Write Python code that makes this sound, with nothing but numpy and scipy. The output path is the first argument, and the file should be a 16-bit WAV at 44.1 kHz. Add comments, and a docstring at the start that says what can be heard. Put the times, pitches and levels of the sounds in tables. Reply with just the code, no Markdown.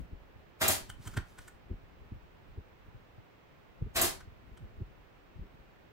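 """A pneumatic nail gun fires twice into a wooden box in a small workshop, near a pair of spaced microphones.
Each shot is a driver blow of shaped noise and box modes, then a crack, a hiss and a resonant piston knock.
Around the shots the tool taps the wood (noise through modes) and rubs it (coloured noise).
Low thumps (sinking tones) travel through the bench over an uneven noise rumble and a steady room hiss."""
import sys
import numpy as np
from scipy import signal
from scipy.fft import rfft, irfft
from scipy.io import wavfile
from scipy.ndimage import uniform_filter1d

SR = 44100
rng = np.random.default_rng(int(sys.argv[2]) if len(sys.argv) > 2 else 0)


def output_pcm(signal):
    """Save a mono or channel-first signal as 16-bit PCM at the path in sys.argv[1].

    Samples are clipped to [-1, 1] before scaling.
    """
    pcm = np.clip(np.atleast_2d(signal).T, -1, 1) * 32767
    wavfile.write(sys.argv[1], SR, np.round(pcm).astype(np.int16))


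N = 261054

# Spectra are relative: a filter that uses one leaves white noise at its overall level.
# room tone spectrum: pitch_hz, level_db
AIR_SPECTRUM = [(40, -29), (118, 0.5), (240, -7), (360, -4.5), (770, -9.5), (2580, -17), (4500, -28.5),
                (7750, -38.5), (11000, -47), (13000, -40), (15200, -30.5), (16000, -30)]
# stereo balance of the room tone: pitch_hz, left_minus_right_db
AIR_BALANCE = [(60, -1.5), (240, 0), (950, -4.5), (3770, -0.5), (15000, -0.5)]
AIR_DB = -60

# bench rumble, level before its random lumps: time_s, level_db
RUMBLE_LEVEL = [(0.0, -47), (0.18, -63), (0.61, -66.5), (0.82, -56.5), (1.07, -57.5), (1.24, -62.5),
                (3.02, -62.5), (3.28, -72.5), (3.56, -68), (3.91, -61), (4.32, -62), (4.71, -57),
                (5.24, -69), (5.42, -71), (5.54, -61), (5.92, -68)]
# rumble spectrum: pitch_hz, level_db
RUMBLE_SPECTRUM = [(15, -11.5), (35, 3), (70, 1.5), (120, -7), (250, -13.5), (500, -31), (900, -56)]
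# thumps through the bench, pitch at the peak: peak_s, level_db, pitch_hz, length_ms, left_minus_right_db
THUMPS = [(0.026, -47.5, 64.5, 15, -3), (0.136, -36, 63, 17, 1), (0.365, -49, 86, 11, -1),
          (0.824, -43, 53.4, 8.8, -3), (0.9, -48, 105, 16, -1), (0.938, -47, 70, 9, 3),
          (1.003, -44, 103.5, 13, -1), (1.077, -36.5, 96, 23, -2), (1.096, -38.5, 57, 12, -3),
          (1.137, -44, 87, 9, -1), (1.182, -25.5, 104, 21.4, -2.5), (1.216, -49.5, 131, 17, -3),
          (1.236, -46, 71.5, 6.7, -8), (1.398, -44, 70, 8.9, 1), (1.719, -29, 71.4, 16.3, 2),
          (1.742, -36.5, 70.4, 7.5, -4), (1.842, -48.5, 58, 7.5, -1), (2.026, -48, 60, 31, 0),
          (2.128, -33.5, 85, 12.7, 0), (2.154, -46.5, 83, 13, -3), (2.171, -45, 84, 16, 1),
          (2.506, -49, 58.2, 16, 3), (2.587, -33.5, 79, 16, 1.5), (2.89, -49, 89, 17, -1),
          (2.956, -47, 109, 25, 2), (3.19, -48.5, 109, 20, 1), (3.827, -23, 103, 8.1, 0),
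          (3.858, -40, 87, 28, -1), (3.873, -36, 98, 11.5, 0), (4.283, -44.5, 88, 20, 0),
          (4.327, -56, 88, 14, -6), (4.524, -50, 85, 12, 0), (4.637, -44, 97, 48, -1),
          (4.789, -42, 70.02, 19, 0), (4.822, -28.5, 91, 14.3, 1), (5.367, -46, 82.8, 16.3, 7),
          (5.398, -37, 83, 6.1, 0), (5.424, -39, 58.6, 32, 2.5)]
# spectrum of the dull noise ahead of a thump: pitch_hz, level_db
DULL_SPECTRUM = [(90, -44), (170, 5.5), (300, -3.5), (450, -6.5), (650, -38), (1200, -67)]
EARLY_DB, EARLY_S = -16, 0.0041  # dull part: level against the thump, lead
# slow deep tone behind a thump: level at the pivot pitch, pitch, delay
DEEP_DB, DEEP_HZ, DEEP_LATE_S = -11.5, 41.8, 0.006
DEEP_RISE_S, DEEP_FALL_S = 0.02, 0.032
DEEP_PIVOT_HZ, DEEP_DB_PER_OCTAVE = 80, -5  # higher thumps carry less of it
PHASE_SAG_PER_S = 11.8  # near the peak the pitch falls by twice this share per second
# fainter thumps agree less between the microphones
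FIRM_DB, ALIKE_FIRM, ALIKE_LOSS_PER_DB = -31, 0.88, 0.06

# shots: blow_s, blow_db, exhaust_s, crack_db, crack_length_s, hiss_db,
# then the returning piston: knock_s, knock_db, knock_length_s, knock_pitch_hz
SHOTS = [(0.613, -28, 0.6805, -20, 0.0033, -26, .691, -10, 0.0067, 681.6),
         (3.959, -28, 4.014, -23, 0.011, -26, 4.018, -15.5, 0.038, 370)]
# spectrum of the blow: pitch_hz, level_db
BLOW_SPECTRUM = [(60, -5), (150, -5.5), (400, -8), (1500, -3), (2500, -6.5), (4000, -7), (8000, -15.5),
                 (12000, -16), (16000, -22)]
# spectrum of its bright edge: pitch_hz, level_db
SNAP_SPECTRUM = [(2000, -18), (5000, -9.5), (8000, 2.5), (11000, 1), (14000, 0.5), (16000, -11.5)]
# spectrum of the exhaust hiss: pitch_hz, level_db
HISS_SPECTRUM = [(60, -2), (300, -6.5), (1000, -5.5), (2500, -8), (5500, -7.5), (7500, -6), (10000, -3.5),
                 (13000, -7), (16000, -12)]
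# spectrum of the exhaust crack: pitch_hz, level_db
CRACK_SPECTRUM = [(1000, -31.5), (4000, -8.5), (5800, -19), (6800, 3.5), (10000, 2), (13000, 4.5),
                  (16000, -8.5)]
# modes of the wooden box: pitch_hz, width_hz, level_db
BOX_MODES = [(105, 40, 5), (363, 44, 1.5), (419, 42.5, -0.5), (650, 61, 5), (996.3, 120, -11.5),
             (1390, 90, -14), (1890, 120, -6.5)]
HISS_HOLD_S = 0.034
GUN_LAG_S, TAP_LAG_S = 0.000143, 0.000025  # the tool is nearer the right microphone: delay on the left

# decay of the workshop tail: pitch_hz, t60_s
SHOP_DECAY = [(250, 0.36), (660, 0.3), (1740, 0.28), (4590, 0.28), (12100, 0.16)]

# tool against wood: start_s, level_db, contact_pitch_hz, treble_db (against level), length_ms,
# ring_db (against level)
TAPS = [(0.900, -23, 3000, -22.5, 1.3, -5), (1.057, -40, 1000, -19, 7.9, -16),
        (1.075, -27, 2140, -18, 3.5, -7), (1.140, -35.5, 2100, -24, 5.5, -28),
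        (1.173, -22, 1480, -21, 2.2, -4), (1.387, -32.5, 1595, -22.5, 5.5, -25),
        (1.480, -38.5, 1510, -15.5, 6.1, -19), (4.207, -37.5, 1440, -26, 4.3, -15),
        (4.575, -39.5, 2520, -28, 4.3, -10)]
# modes of tool and board while struck: pitch_hz, width_hz, level_db
TOOL_MODES = [(1130, 440, -2.5), (1456, 237, 1.5), (1900, 120, -25), (3060, 110, -5.5), (5000, 2600, -23.5)]
# treble of the taps: pitch_hz, level_db
TICK_SPECTRUM = [(2000, -34), (4000, -17), (6000, -7), (7500, 3.5), (9200, 3), (10500, -35), (13000, -1),
                 (16000, -8)]
# rubbing on the wood: time_s, level_db
RUB_LEVEL = [(.84, -63), (.97, -80), (1.03, -60), (1.16, -62), (1.22, -85), (1.28, -66.5), (1.36, -72),
             (1.42, -63), (1.6, -88)]
# spectrum of the rubbing: pitch_hz, level_db
RUB_SPECTRUM = [(300, -8.5), (1500, -4), (3000, -5.5), (6000, -6.5), (10000, -9.5), (16000, -10.5)]

EDGE_HZ = 15850  # top of the band


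def gain_of(db):
    """Decibels to a factor."""
    return 10 ** (np.asarray(db) / 20)


def read(points, hz):
    """A table's values at the frequencies hz, interpolated along log frequency."""
    f, value = np.transpose(points)
    return np.interp(np.log(hz + 1), np.log(f + 1), value)


def colour(x, points):
    """Filters x by a spectrum that leaves white noise at its level."""
    gain = gain_of(read(points, np.fft.rfftfreq(N, 1 / SR)))
    return irfft(rfft(x) * gain / np.sqrt(np.mean(gain ** 2)), N)


def resonate(x, hz, width):
    """A resonance with gain 1 at its peak."""
    return signal.lfilter(*signal.iirpeak(hz, hz / width, SR), x)


def burst(s, db, rise_db, fall_db, hold=0., sag_db=0.):
    """Envelope: swells to db at s, sags for the time hold, then dies; slopes in dB a second."""
    t = np.arange(N) / SR - s
    swell = rise_db * np.minimum(t, 0)
    sag = sag_db * np.clip(t, 0, hold)
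    fall = fall_db * np.maximum(t - hold, 0)
    return gain_of(db + swell - sag - fall)


def curve(rows, off_db=-120):
    """A level curve as gain at every sample, at off_db outside its span."""
    s, db = np.transpose(rows)
    return gain_of(np.interp(np.arange(N) / SR, s, db, off_db, off_db))


def grit(spread_db):
    """Noise of uneven 40-sample grains, rms 1."""
    grain_db = spread_db * np.repeat(rng.standard_normal(N // 40 + 1), 40)[:N]
    x = rng.standard_normal(N) * gain_of(grain_db)
    return x / x.std()


def room_tone():
    """Steady coloured hiss, unrelated between the microphones."""
    hz = np.fft.rfftfreq(N, 1 / SR)
    hiss = colour(rng.standard_normal((2, N)), AIR_SPECTRUM)
    balance = gain_of(np.array([[.5], [-.5]]) * read(AIR_BALANCE, hz))
    return gain_of(AIR_DB) * irfft(rfft(hiss) * balance, N)


def rumble():
    """Low noise under the thumps, partly shared by the microphones, its level wandering in lumps."""
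    both, left, right = (grit(0.) for _ in range(3))
    lumps = gain_of(160 * uniform_filter1d(rng.standard_normal((2, N)), 1600))
    noise = 0.69 * both + 0.92 * np.array([left, right])
    return curve(RUMBLE_LEVEL) * lumps * colour(noise, RUMBLE_SPECTRUM)


def thumps():
    """Bending waves in the bench arrive high first, low last: dull noise, a sinking tone, a deep tone."""
    out = np.zeros((2, N))
    dull = colour(0.8 * grit(0.) + 0.54 * rng.standard_normal((2, N)), DULL_SPECTRUM)
    leads = rng.choice([-1., 1.], len(THUMPS))
    for (s, db, hz, ms, pan_db), lead in zip(THUMPS, leads):
        at = np.arange(max(round((s - .1) * SR), 0), round((s + 0.09) * SR))
        t = at / SR - s
        half = ms / 1000 / 2

        # the two microphones shake out of step
        alike = np.clip(ALIKE_FIRM - ALIKE_LOSS_PER_DB * max(FIRM_DB - db, 0), -.8, 1)
        apart = lead * np.arccos(alike) / 2 * np.array([[1], [-1]])

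        turns = hz * t * (1 - PHASE_SAG_PER_S * np.clip(t, -.04, .04)) + 0.063
        waves = np.exp(-(t / half) ** 2) * np.cos(2 * np.pi * turns + apart) / np.cos(apart)

        early = gain_of(EARLY_DB) * np.exp(-((t + EARLY_S) / (2 * half)) ** 2) * dull[:, at]

        deep_db = DEEP_DB + DEEP_DB_PER_OCTAVE * np.log2(hz / DEEP_PIVOT_HZ)
        spread = np.where(t < DEEP_LATE_S, DEEP_RISE_S, DEEP_FALL_S)
        swell = gain_of(deep_db) * np.exp(-((t - DEEP_LATE_S) / spread) ** 2)
        deep = swell * np.sin(2 * np.pi * DEEP_HZ * t + apart) / np.cos(apart)

        level = gain_of(db + np.array([[.5], [-.5]]) * pan_db)
        out[:, at] += level * (waves + early + deep)
    return out


def gun():
    """Compressed air drives each blow and vents: the blow and hiss, and apart the sharp crack and knock."""
    blow, snap, crack, hiss = np.zeros((4, N))
    for blow_s, blow_db, exhaust_s, crack_db, crack_hold, hiss_db, *_ in SHOTS:
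        # the valve opens with a swelling rush, then the driver lands
        blow += burst(blow_s + 0.0036, blow_db, 3500, 407.0, exhaust_s - blow_s, 80)
        blow += burst(blow_s, blow_db - 3.0, 1760, 700)
        snap += burst(blow_s + 0.0045, blow_db, 1700, 370)
        crack += burst(exhaust_s, crack_db, 19990, 1100, crack_hold, 300.5)
        hiss += burst(exhaust_s + .006, hiss_db, 1500, 320, HISS_HOLD_S, 40)

    drive = gain_of(6) * blow * grit(1.5)
    body = colour(grit(2.2), BLOW_SPECTRUM) * blow
    body += colour(grit(1.5), SNAP_SPECTRUM) * snap
    body += colour(grit(1.3), HISS_SPECTRUM) * hiss
    for hz, width, mode_db in BOX_MODES:
        body += gain_of(mode_db) * resonate(drive, hz, width)

    sharp = colour(grit(1.9), CRACK_SPECTRUM) * crack
    rattle = grit(0.)
    for *_, knock_s, knock_db, hold, knock_hz in SHOTS:
        knock = burst(knock_s, knock_db, 3000, 1500, hold) * rattle
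        for hz, width, mode_db in BOX_MODES:
            # modes near the pitch of the knock are struck hardest
            near_db = -10.0 * abs(np.log2(hz / knock_hz))
            sharp += gain_of(mode_db + near_db) * resonate(knock, hz, width)
    return body, sharp


def shop(x, wet_db, dry_db, lag_s):
    """Direct sound, later on the left, plus a tail of sparse reflections that differs between the microphones."""
    length = SR // 2
    marks = np.zeros((2, length))
    # one reflection of random sign in every 20 samples
    at = np.arange(60, length - 20, 20) + rng.integers(0, 20, (2, (length - 61) // 20))
    np.put_along_axis(marks, at, rng.choice([-1., 1.], at.shape), 1)
    hz, t, z = signal.stft(marks, SR, nperseg=256)
    decay = gain_of(-60 * t / read(SHOP_DECAY, hz)[:, None])
    tail = signal.istft(z * decay, SR, nperseg=256)[1]
    wet = signal.fftconvolve(x[None], tail / np.linalg.norm(tail[0]), axes=1)[:, :N]
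    # a phase slope delays by any time, not only whole samples
    late = irfft(rfft(x) * np.exp(-2j * np.pi * np.fft.rfftfreq(N, 1 / SR) * lag_s), N)
    return gain_of(dry_db) * np.array([late, x]) + gain_of(wet_db) * wet


def rubbing():
    """The tool rubs the wood: gritty coloured noise under a level curve."""
    return curve(RUB_LEVEL) * colour(grit(1.5), RUB_SPECTRUM)


def taps():
    """A short rattle of the tool on wood: hollow modes that ring on faintly, and a metallic treble tick."""
    treble, rattle = colour(grit(1.9), TICK_SPECTRUM), grit(0.)
    struck = [resonate(rattle, hz, width) for hz, width, _ in TOOL_MODES]
    ringing = [resonate(rattle, hz, width * 0.69) for hz, width, _ in TOOL_MODES]  # narrower
    out = np.zeros(N)
    for s, db, contact_hz, treble_db, ms, ring_db in TAPS:
        shape = burst(s, db, 2270, 2500, ms / 1000, 390)
        ring = burst(s + ms / 1000, db + ring_db, 3000, 400)
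        for (hz, _, mode_db), hit, tone in zip(TOOL_MODES, struck, ringing):
            # modes near the pitch of the contact are struck hardest
            near_db = -8.0 * abs(np.log2(hz / contact_hz))
            mode = shape * hit + gain_of(2 * near_db) * ring * tone
            out += gain_of(mode_db + near_db) * mode
        out += gain_of(treble_db) * shape * treble
    return out


def scene():
    """All sources; crack, knock, taps and rubbing come most directly."""
    body, sharp = gun()
    shots = shop(body, -3.5, -6.0, GUN_LAG_S) + shop(sharp, -6, 0., GUN_LAG_S)
    contact = shop(rubbing() + taps(), -8.5, 0., TAP_LAG_S)
    return room_tone() + rumble() + thumps() + shots + contact


def record(dry):
    """The band limit: a steep low-pass at EDGE_HZ."""
    low_pass = signal.firwin(511, EDGE_HZ, window=("kaiser", 9), fs=SR)
    return signal.oaconvolve(dry, low_pass[None], "same")


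dry = scene()
out = record(dry)
output_pcm(out)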